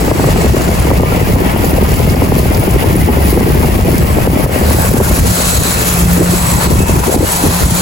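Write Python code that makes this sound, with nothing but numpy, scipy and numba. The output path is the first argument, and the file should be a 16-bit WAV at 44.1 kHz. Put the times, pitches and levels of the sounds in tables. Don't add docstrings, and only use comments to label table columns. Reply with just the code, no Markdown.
import sys
import numpy as np
from scipy import signal
from scipy.fft import rfft, irfft, next_fast_len
from scipy.io import wavfile
from scipy.ndimage import uniform_filter1d, minimum_filter1d
from numba import njit

SR = 44100
rng = np.random.default_rng(int(sys.argv[2]) if len(sys.argv) > 2 else 0)


def bounce(signal):
    frames = np.transpose(np.atleast_2d(signal))
    limited = np.clip(frames, -1, 1)
    pcm = np.round(limited * 32767).astype(np.int16)
    wavfile.write(sys.argv[1], SR, pcm)


N = 344421
TIME = np.arange(N) / SR

# start in seconds, relative level in dB, pitch in Hz.
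PLOPS = [(0.080, -1, 560), (0.113, 3, 640), (0.196, -1, 560), (0.242, 1, 730), (0.286, -2, 610),
         (0.360, -1.5, 450), (0.443, -2, 440), (0.464, -4, 586), (0.567, -3, 620), (0.689, 1, 400),
         (0.870, -5, 560), (0.904, -3, 780), (0.913, 4, 580), (0.998, 1, 540), (1.033, 1, 620),
         (1.122, -5, 560), (1.359, -2.5, 506), (1.56, -3.5, 430), (1.643, -3, 440), (1.824, 0, 415),
         (2.166, -3, 480), (2.220, 2, 560), (2.320, 4, 500), (2.455, -3, 450), (2.678, 1.5, 415),
         (2.841, 2.5, 500), (3.087, 1, 480), (3.099, 1, 435), (3.374, 3, 470), (3.408, -.5, 455),
         (3.633, -3, 534), (3.645, 0, 450), (3.789, -3, 450), (3.883, -3.5, 390), (4.184, -4, 600),
         (4.273, 5, 520), (4.461, 3, 620), (4.613, .5, 395), (4.708, -2.5, 585), (4.966, -3, 510),
         (5.001, 3.5, 590), (5.010, 5, 430), (5.111, -2, 380), (6.338, -4, 390), (6.672, -2, 400),
         (6.893, -2, 390), (7.143, -1, 456), (7.175, 2, 415), (7.463, -4, 430)]


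def spray(on_rice, flutter_db, crackle_db):
    # frequency in Hz, level in dB.
    sink_tone = [(1800, -16), (3300, -17), (4000, 0), (4900, 3.5), (5700, -4), (7800, -10.5), (10500, 5.5),
                 (15500, 4.5)]
    rice_tone = [(1800, -29), (3200, 1.5), (4100, -6), (4600, -10.5), (5800, -2), (6800, 3), (7700, 0.5),
                 (10500, 3), (15500, -13)]
    mist = droplets(rate=15000, spread_db=-2.5)
    foam = bubbles(count=2500, low_hz=6760, high_hz=16060, cycles=7.4, spread_db=5.5, glide=0.043)
    drops = (mist + undb(crackle_db) * foam) * undb(flutter_db * wander(55))
    return steady(landing(drops, on_rice, sink_tone, rice_tone), span_s=1.0)


def spray_strength(bare, flooded):
    # middle in seconds, half length in seconds, boost in dB.
    spatters = [(1.646, 0.03, 6.5), (1.99, .1, 2.3), (2.41, 0.041, 6.5), (3.285, 0.055, 4),
                (5.89, 0.049, 3), (7.353, 0.055, 0.7)]
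    level_db = -26.5 + 11.5 * bare + 7.5 * flooded + wander(8.7)
    return level_db + sum(db * swell(s, half_s) for s, half_s, db in spatters)


def sizzle(hiss):
    # time in seconds, change in dB.
    brightness = [(.7, -4.5), (1.35, 0), (2.4, -.5), (2.9, 1.5), (4.3, 0), (4.85, 1.5), (5.4, -1),
                  (6.4, .5)]
    db, = curves(brightness)
    treble = colour(hiss, [(7000, -40), (10000, 0)])
    return hiss + (undb(db) - 1) * treble


def churning(wash_db, flutter_db):
    # frequency in Hz, level in dB.
    tone = [(90, -41), (170, -17.5), (260, -4.5), (350, -0.5), (600, -2), (850, -3), (1200, -23),
            (2000, -42)]
    glugs = bubbles(count=900, low_hz=154.7, high_hz=590, cycles=0.51, spread_db=3.0, glide=0.06)
    wash = undb(wash_db) * rng.standard_normal((2, N))
    return steady(colour(glugs + wash, tone) * undb(flutter_db * wander(22)), span_s=0.26)


def gurgling(edge_s):
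    # start and length in seconds, churning and rumble levels in dB.
    gurgles = [(0.443, 0.127, -19, -7), (4.687, 0.13, -14, -10), (4.887, 0.11, -12, -6),
               (5.095, 0.05, -16, -7), (5.195, 0.14, -15, -6.5), (5.579, 0.053, -14, -7),
               (6.019, 0.118, -26, -10.5), (6.156, 0.088, -11, -13), (6.289, 0.085, -13.5, -18),
               (6.52, 0.069, -15, -6), (6.659, 0.19, -14, -7), (6.883, 0.14, -15, -9),
               (7.066, 0.11, -11.5, -15.5), (7.142, 0.11, -5.5, -6.5), (7.431, 0.087, -14, -9),
               (7.607, 0.17, -19.5, -10)]
    out = np.zeros((2, N))
    for s, length_s, churn_db, rumble_db in gurgles:
        inside_s = np.minimum(TIME - s, s + length_s - TIME)
        out += undb([[churn_db], [rumble_db]]) * np.clip(.5 + inside_s / edge_s, 0, 1)
    return out


def low_rumble():
    # frequency in Hz, level in dB.
    tone = [(20, -72), (33, -14), (48, -4), (70, 1.5), (95, -3.5), (130, -3.5), (200, -8.5), (300, -19),
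            (600, -42.5)]
    rumble = steady(colour(droplets(rate=900, spread_db=2.5), tone), span_s=0.58)
    return rumble * undb(2.1 * wander(9))


def plops(cycles, glide, puff_db, puff_s, lean_db, lag_s):
    # pitch as a multiple of the plop's, delay in seconds, change in dB.
    parts = [(1, 0, -1.5), (1.7, 0, -4), (2.5, 0, -15), (.55, .003, -5), (.2, .008, -10)]
    tones = np.zeros(N)
    for s, db, hz in PLOPS:
        for ratio, delay_s, part_db in parts:
            add(tones, s + delay_s, undb(db + part_db) * bubble(hz * ratio, cycles, glide))
    noise = rng.standard_normal((2, N))
    dull_noise = colour(noise, [(150, 2), (300, 16), (950, 6.5), (1400, -28), (2200, -40)])
    puffs = undb(puff_db) * plop_pulses(puff_s) * steady(dull_noise, span_s=0.075)
    pair = np.array([tones, np.interp(TIME - lag_s, TIME, tones)])
    return (pair + puffs) * undb([[lean_db], [-lean_db]])


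def plop_pulses(swell_s):
    out, age = np.zeros(N), TIME[:SR // 10] / swell_s
    for s, db, _ in PLOPS:
        add(out, s, undb(db) * age * np.exp(1 - age))
    return out


def splashing(on_rice, blip_db):
    # frequency in Hz, level in dB.
    sink_tone = [(300, 5), (700, 6.5), (1100, 1), (1400, -6.5), (1750, -4), (2250, -3), (2800, -6.5),
                 (3500, -10.5), (5000, -56)]
    rice_tone = [(330, -22), (480, 4), (900, 2), (1400, 8), (1800, 0), (2700, -16), (3400, -37), (5000, -6)]
    slaps = landing(droplets(rate=5000, spread_db=2.0), on_rice, sink_tone, rice_tone)
    blips = bubbles(count=1200, low_hz=856, high_hz=3000, cycles=16.3, spread_db=0.5, glide=0.012)
    return steady(slaps + undb(blip_db) * blips, span_s=0.64)


def steel_ring(on_rice, flood):
    # pitch in Hz, width in Hz, relative level in dB.
    sink_modes = [(611, 28, 2.5), (1910, 92, -3), (2180, 330, -2.5), (2660, 240, -4.5), (4870, 1500, -15)]
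    pot_modes = [(2624, 93, -4), (4230, 760, 2), (7900, 98, 2)]
    sink = metal(sink_modes, swell_db=3.0)
    pot = metal(pot_modes, swell_db=4.5) * undb(0.5 * flood)
    return blend(on_rice, sink, pot)


def metal(modes, swell_db):
    drops, out = rng.standard_normal((2, N)), 0
    for hz, width_hz, db in modes:
        ring = signal.lfilter(*signal.iirpeak(hz, hz / width_hz, SR), drops)
        out = out + ring / np.std(ring) * undb(db + swell_db * wander(6))
    return out


def pot_hum(on_rice, hz, width_hz, waver):
    # time in seconds, level in dB.
    levels = [(5.1, -23), (5.3, -19.5), (5.88, -24), (6.0, -12.5), (6.15, -11.5), (6.35, -16), (6.55, -17),
              (6.7, -24), (7.35, -27), (7.47, -18), (7.81, -19)]
    db, = curves(levels)
    uneven = steady(ringing(hz, width_hz)[:1], span_s=0.71)
    held = np.sqrt(2) * sine(hz * (1 + waver * wander(12)))
    held_share = np.minimum(2 * on_rice, .93)
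    return blend(held_share, uneven, held) * undb(db) * np.array([[1], [0]])


def sinking_tones():
    # middle and half length in seconds, middle pitch in Hz, fall in Hz per second, level in dB.
    slides = [(5.851, .15, 433, 130.2, -25), (6.853, .13, 196.7, 140, -17)]
    out = 0
    for s, half_s, hz, fall_hz_per_s, db in slides:
        pitch = hz - fall_hz_per_s * np.clip(TIME - s, -2 * half_s, 2 * half_s)
        out = out + undb(db) * swell(s, half_s) * sine(pitch)
    return out * np.array([[1], [0]])


def grazes():
    # middle and half length in seconds, pitch and width in Hz, level in dB.
    touches = [(1.04, .06, 1210, 25, -26), (5.6, 0.28, 4110, 900, -24)]
    return sum(undb(db) * swell(s, half_s) * ringing(hz, width) for s, half_s, hz, width, db in touches)


def hollow():
    # time in seconds, pitch in Hz, level in dB.
    growth = [(4.5, 1590, -53), (4.85, 1580, -21), (6.0, 1350, -75), (6.45, 1023, -19.5),
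              (7.35, 882.5, -22.5), (7.81, 882, -26)]
    hz, db = curves(growth)
    return ringing(hz, width_hz=420) * undb(db + 2 * wander(19))


def snaps(decay_s):
    # start in seconds, relative level in dB.
    drops = [(0.558, -13), (0.714, -13), (1.221, -13), (2.390, -13), (2.709, -13), (3.981, -4)]
    out, t = np.zeros((2, N)), TIME[:SR // 40]
    for s, db in drops:
        add(out, s, undb(db) * np.exp(-t / decay_s) * rng.standard_normal((2, len(t))))
    return colour(out, [(2500, -22), (5000, -6), (8000, 1), (15000, -2)])


def plinks(ring_s, ring_db, tick_s):
    # start in seconds, level in dB, pitch in Hz.
    drops = [(1.645, -21, 6630), (1.918, -21, 7300), (1.959, -21, 6720), (2.098, -19, 4900),
             (2.157, -22, 4800), (2.546, -19, 4820), (5.200, -13, 7320), (7.350, -15, 7840),
             (7.393, -15, 8260)]
    out, t = np.zeros((2, N)), TIME[:SR // 20]
    for s, db, hz in drops:
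        add(out[0], s, undb(db + ring_db) * bubble(hz, hz * ring_s, glide=0.22))
        tick = signal.lfilter(*signal.iirpeak(hz, 4, SR), rng.standard_normal((2, len(t))))
        add(out, s, undb(db) * np.exp(-t / tick_s) * tick / np.std(tick))
    return out


def droplets(rate, spread_db):
    hit = rng.random((2, N)) < rate / SR
    size = undb(spread_db * np.minimum(rng.standard_exponential((2, N)), 5))
    out = hit * size * rng.standard_normal((2, N))
    return out / np.std(out)


def bubble(hz, cycles, glide):
    age = np.arange(int(7 * cycles * SR / hz)) * hz / SR / cycles
    return age * np.exp(1 - age) * np.sin(2 * np.pi * cycles * (age + glide * np.log1p(age)))


def bubbles(count, low_hz, high_hz, cycles, spread_db, glide):
    when, pitch, size, angle = rng.random((count, 4)).T
    direction = np.array([np.cos(2 * np.pi * angle), np.sin(2 * np.pi * angle)])
    paths = undb(-spread_db * np.log(size + .03)) * direction
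    out = np.zeros((2, N))
    for s, hz, path in zip(when * N / SR, low_hz * (high_hz / low_hz) ** pitch, paths.T):
        add(out, s, path[:, None] * bubble(hz, cycles, glide))
    return out / np.std(out)


def ringing(hz, width_hz):
    phase = 2 * np.pi * np.cumsum(hz + np.zeros(N)) / SR
    size = np.array([wander(width_hz) + 1j * wander(width_hz) for _ in range(2)])
    return (size * np.exp(1j * phase)).real


def landing(hits, on_rice, sink_tone, rice_tone):
    sink, rice = colour(hits, sink_tone), colour(hits, rice_tone)
    return blend(on_rice, sink / np.std(sink), rice / np.std(rice))


def blend(share, first, second):
    share = np.clip(share, 0, 1)
    return np.sqrt(1 - share) * first + np.sqrt(share) * second


def undb(db):
    return 10 ** (np.asarray(db) / 20)


def sine(hz):
    return np.sin(2 * np.pi * np.cumsum(hz) / SR)


def swell(s, half_s):
    return np.exp(-((TIME - s) / half_s) ** 2)


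def wander(rate):
    steps = rng.standard_normal(size=8192)
    return np.interp(TIME * rate, np.arange(len(steps)), steps)


def curves(table):
    s, *columns = np.transpose(table)
    return [np.interp(TIME, s, c) for c in columns]


def over_freq(table, size, column=1):
    columns = np.transpose(table)
    return np.interp(np.log(np.fft.rfftfreq(size, 1 / SR) + 1), np.log(columns[0]), columns[column])


def colour(x, tone):
    size = next_fast_len(N + SR // 10, real=True)
    return irfft(rfft(x, size) * undb(over_freq(tone, size)), size)[..., :N]


def steady(x, span_s):
    size = int(span_s * SR / 2) + 1
    power = uniform_filter1d(uniform_filter1d(np.mean(x ** 2, axis=0), size), size)
    return x / np.sqrt(np.abs(power) + 1e-12)


def add(out, s, sound):
    start = max(int(s * SR), 0)
    part = out[..., start:start + sound.shape[-1]]
    part += sound[..., :part.shape[-1]]


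def microphones(paths):
    # frequency in Hz, likeness from 0 to 1, left minus right in dB.
    sides = [(60.4, 1, 0.5), (213, 0.63, 1), (440, 0.65, 3.5), (810, 0, 5), (1290, 0.38, 1.3),
             (2110, 0.5, 0), (3240, 0.17, 2.5), (4600, 0.37, 2.5), (5760, 0.38, 0.5), (8000, .97, 0.5),
             (15900, .88, 0)]
    # frequency in Hz, phase in radians.
    left_lead = [(0, 0), (200, .2), (700, -1.7), (1300, -3.4), (1800, -1.9), (2600, 1.4), (3300, 1.8),
                 (4000, -.8), (6200, .3), (7000, 0), (15300, -4 * np.pi)]
    size = next_fast_len(N + SR // 10, real=True)
    direct, scattered = rfft(paths, size)
    likeness = np.clip(over_freq(sides, size), 0, .995)
    phase = np.interp(np.fft.rfftfreq(size, 1 / SR), *np.transpose(left_lead))
    sign = np.array([[1], [-1]])
    pair = np.sqrt((1 + likeness) / 2) * direct + sign * np.sqrt((1 - likeness) / 2) * scattered
    balance = undb(sign * over_freq(sides, size, column=2) / 2)
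    return irfft(pair * balance * np.exp(1j * sign * phase / 2), size)[:, :N]


def scene():
    # time in seconds, share on the rice from 0 to 1.
    aim = [(0, 0.15), (.65, 0.2), (1.0, 0.02), (4.45, 0.03), (4.8, 0.36), (5.05, 0.47), (5.5, 0.78),
           (6.0, 0.63), (6.8, 0.78), (7.4, 0.78), (7.81, 0.94)]
    # middle in seconds, boost of the steel's ring in dB.
    flurries = [(.42, 2.5), (.67, 0.5), (1.19, 6.5), (1.47, 6.5), (2.81, 3.5), (4.55, 3.5), (6.64, 4)]
    on_rice, = curves(aim)
    flood = np.clip((TIME - 5.98) / 0.3, 0, 1)
    bare, flooded = on_rice * (1 - flood), on_rice * flood
    spray_db = spray_strength(bare, flooded)
    flurry_db = sum(db * swell(s, half_s=.055) for s, db in flurries)
    churn_gurgles, rumble_gurgles = gurgling(edge_s=0.01)
    rumble_gain = np.hypot(undb(-8.5 - 11 * bare - 12 * flooded), rumble_gurgles)
    churn_gain = np.hypot(undb(-15.2 - 10.5 * bare - 17 * flooded), churn_gurgles)
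    low = low_rumble() * rumble_gain + churning(wash_db=3.0, flutter_db=5.0) * churn_gain
    low /= 1 + 1.3 * plop_pulses(swell_s=.002)
    near_plops = plops(cycles=.8, glide=-.2, puff_db=-11, puff_s=.002, lean_db=.8, lag_s=.0002)
    splash = splashing(on_rice - 0.31 * flooded, blip_db=-7.5)
    splash *= undb(0.21 * spray_db + flurry_db / 2 - 13.5)
    steel = steel_ring(on_rice, flood) * undb(0.76 * spray_db + flurry_db - 15.5)
    pot = pot_hum(on_rice, hz=175.7, width_hz=16, waver=0.0066) + sinking_tones() + grazes() + hollow()
    hiss = sizzle(spray(on_rice, flutter_db=1.86, crackle_db=-10.0)) * undb(spray_db + 2.5)
    ticks = snaps(decay_s=.002) + plinks(ring_s=.0015, ring_db=-2, tick_s=.005)
    return microphones(low + splash + steel + pot + hiss + ticks) + near_plops


@njit
def follow(peaks, release):
    out, level = np.empty(len(peaks)), 0.
    for i in range(len(peaks)):
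        level = max(peaks[i], level * release)
        out[i] = level
    return out


def record(dry, ceiling=1.27, release_s=0.065, knee=0.47, top_hz=15850):
    envelope = follow(np.abs(dry).max(axis=0), np.exp(-1 / (release_s * SR)))
    gain = np.minimum(1, ceiling / (envelope + 1e-9))
    held = dry * uniform_filter1d(minimum_filter1d(gain, size=301), size=301)
    linear = np.clip(held, -knee, knee)
    rounded = linear + (1 - knee) * np.tanh((held - linear) / (1 - knee))
    return signal.sosfilt(signal.ellip(10, .2, 70, top_hz, fs=SR, output="sos"), rounded)


dry = scene()
out = record(dry)
bounce(out)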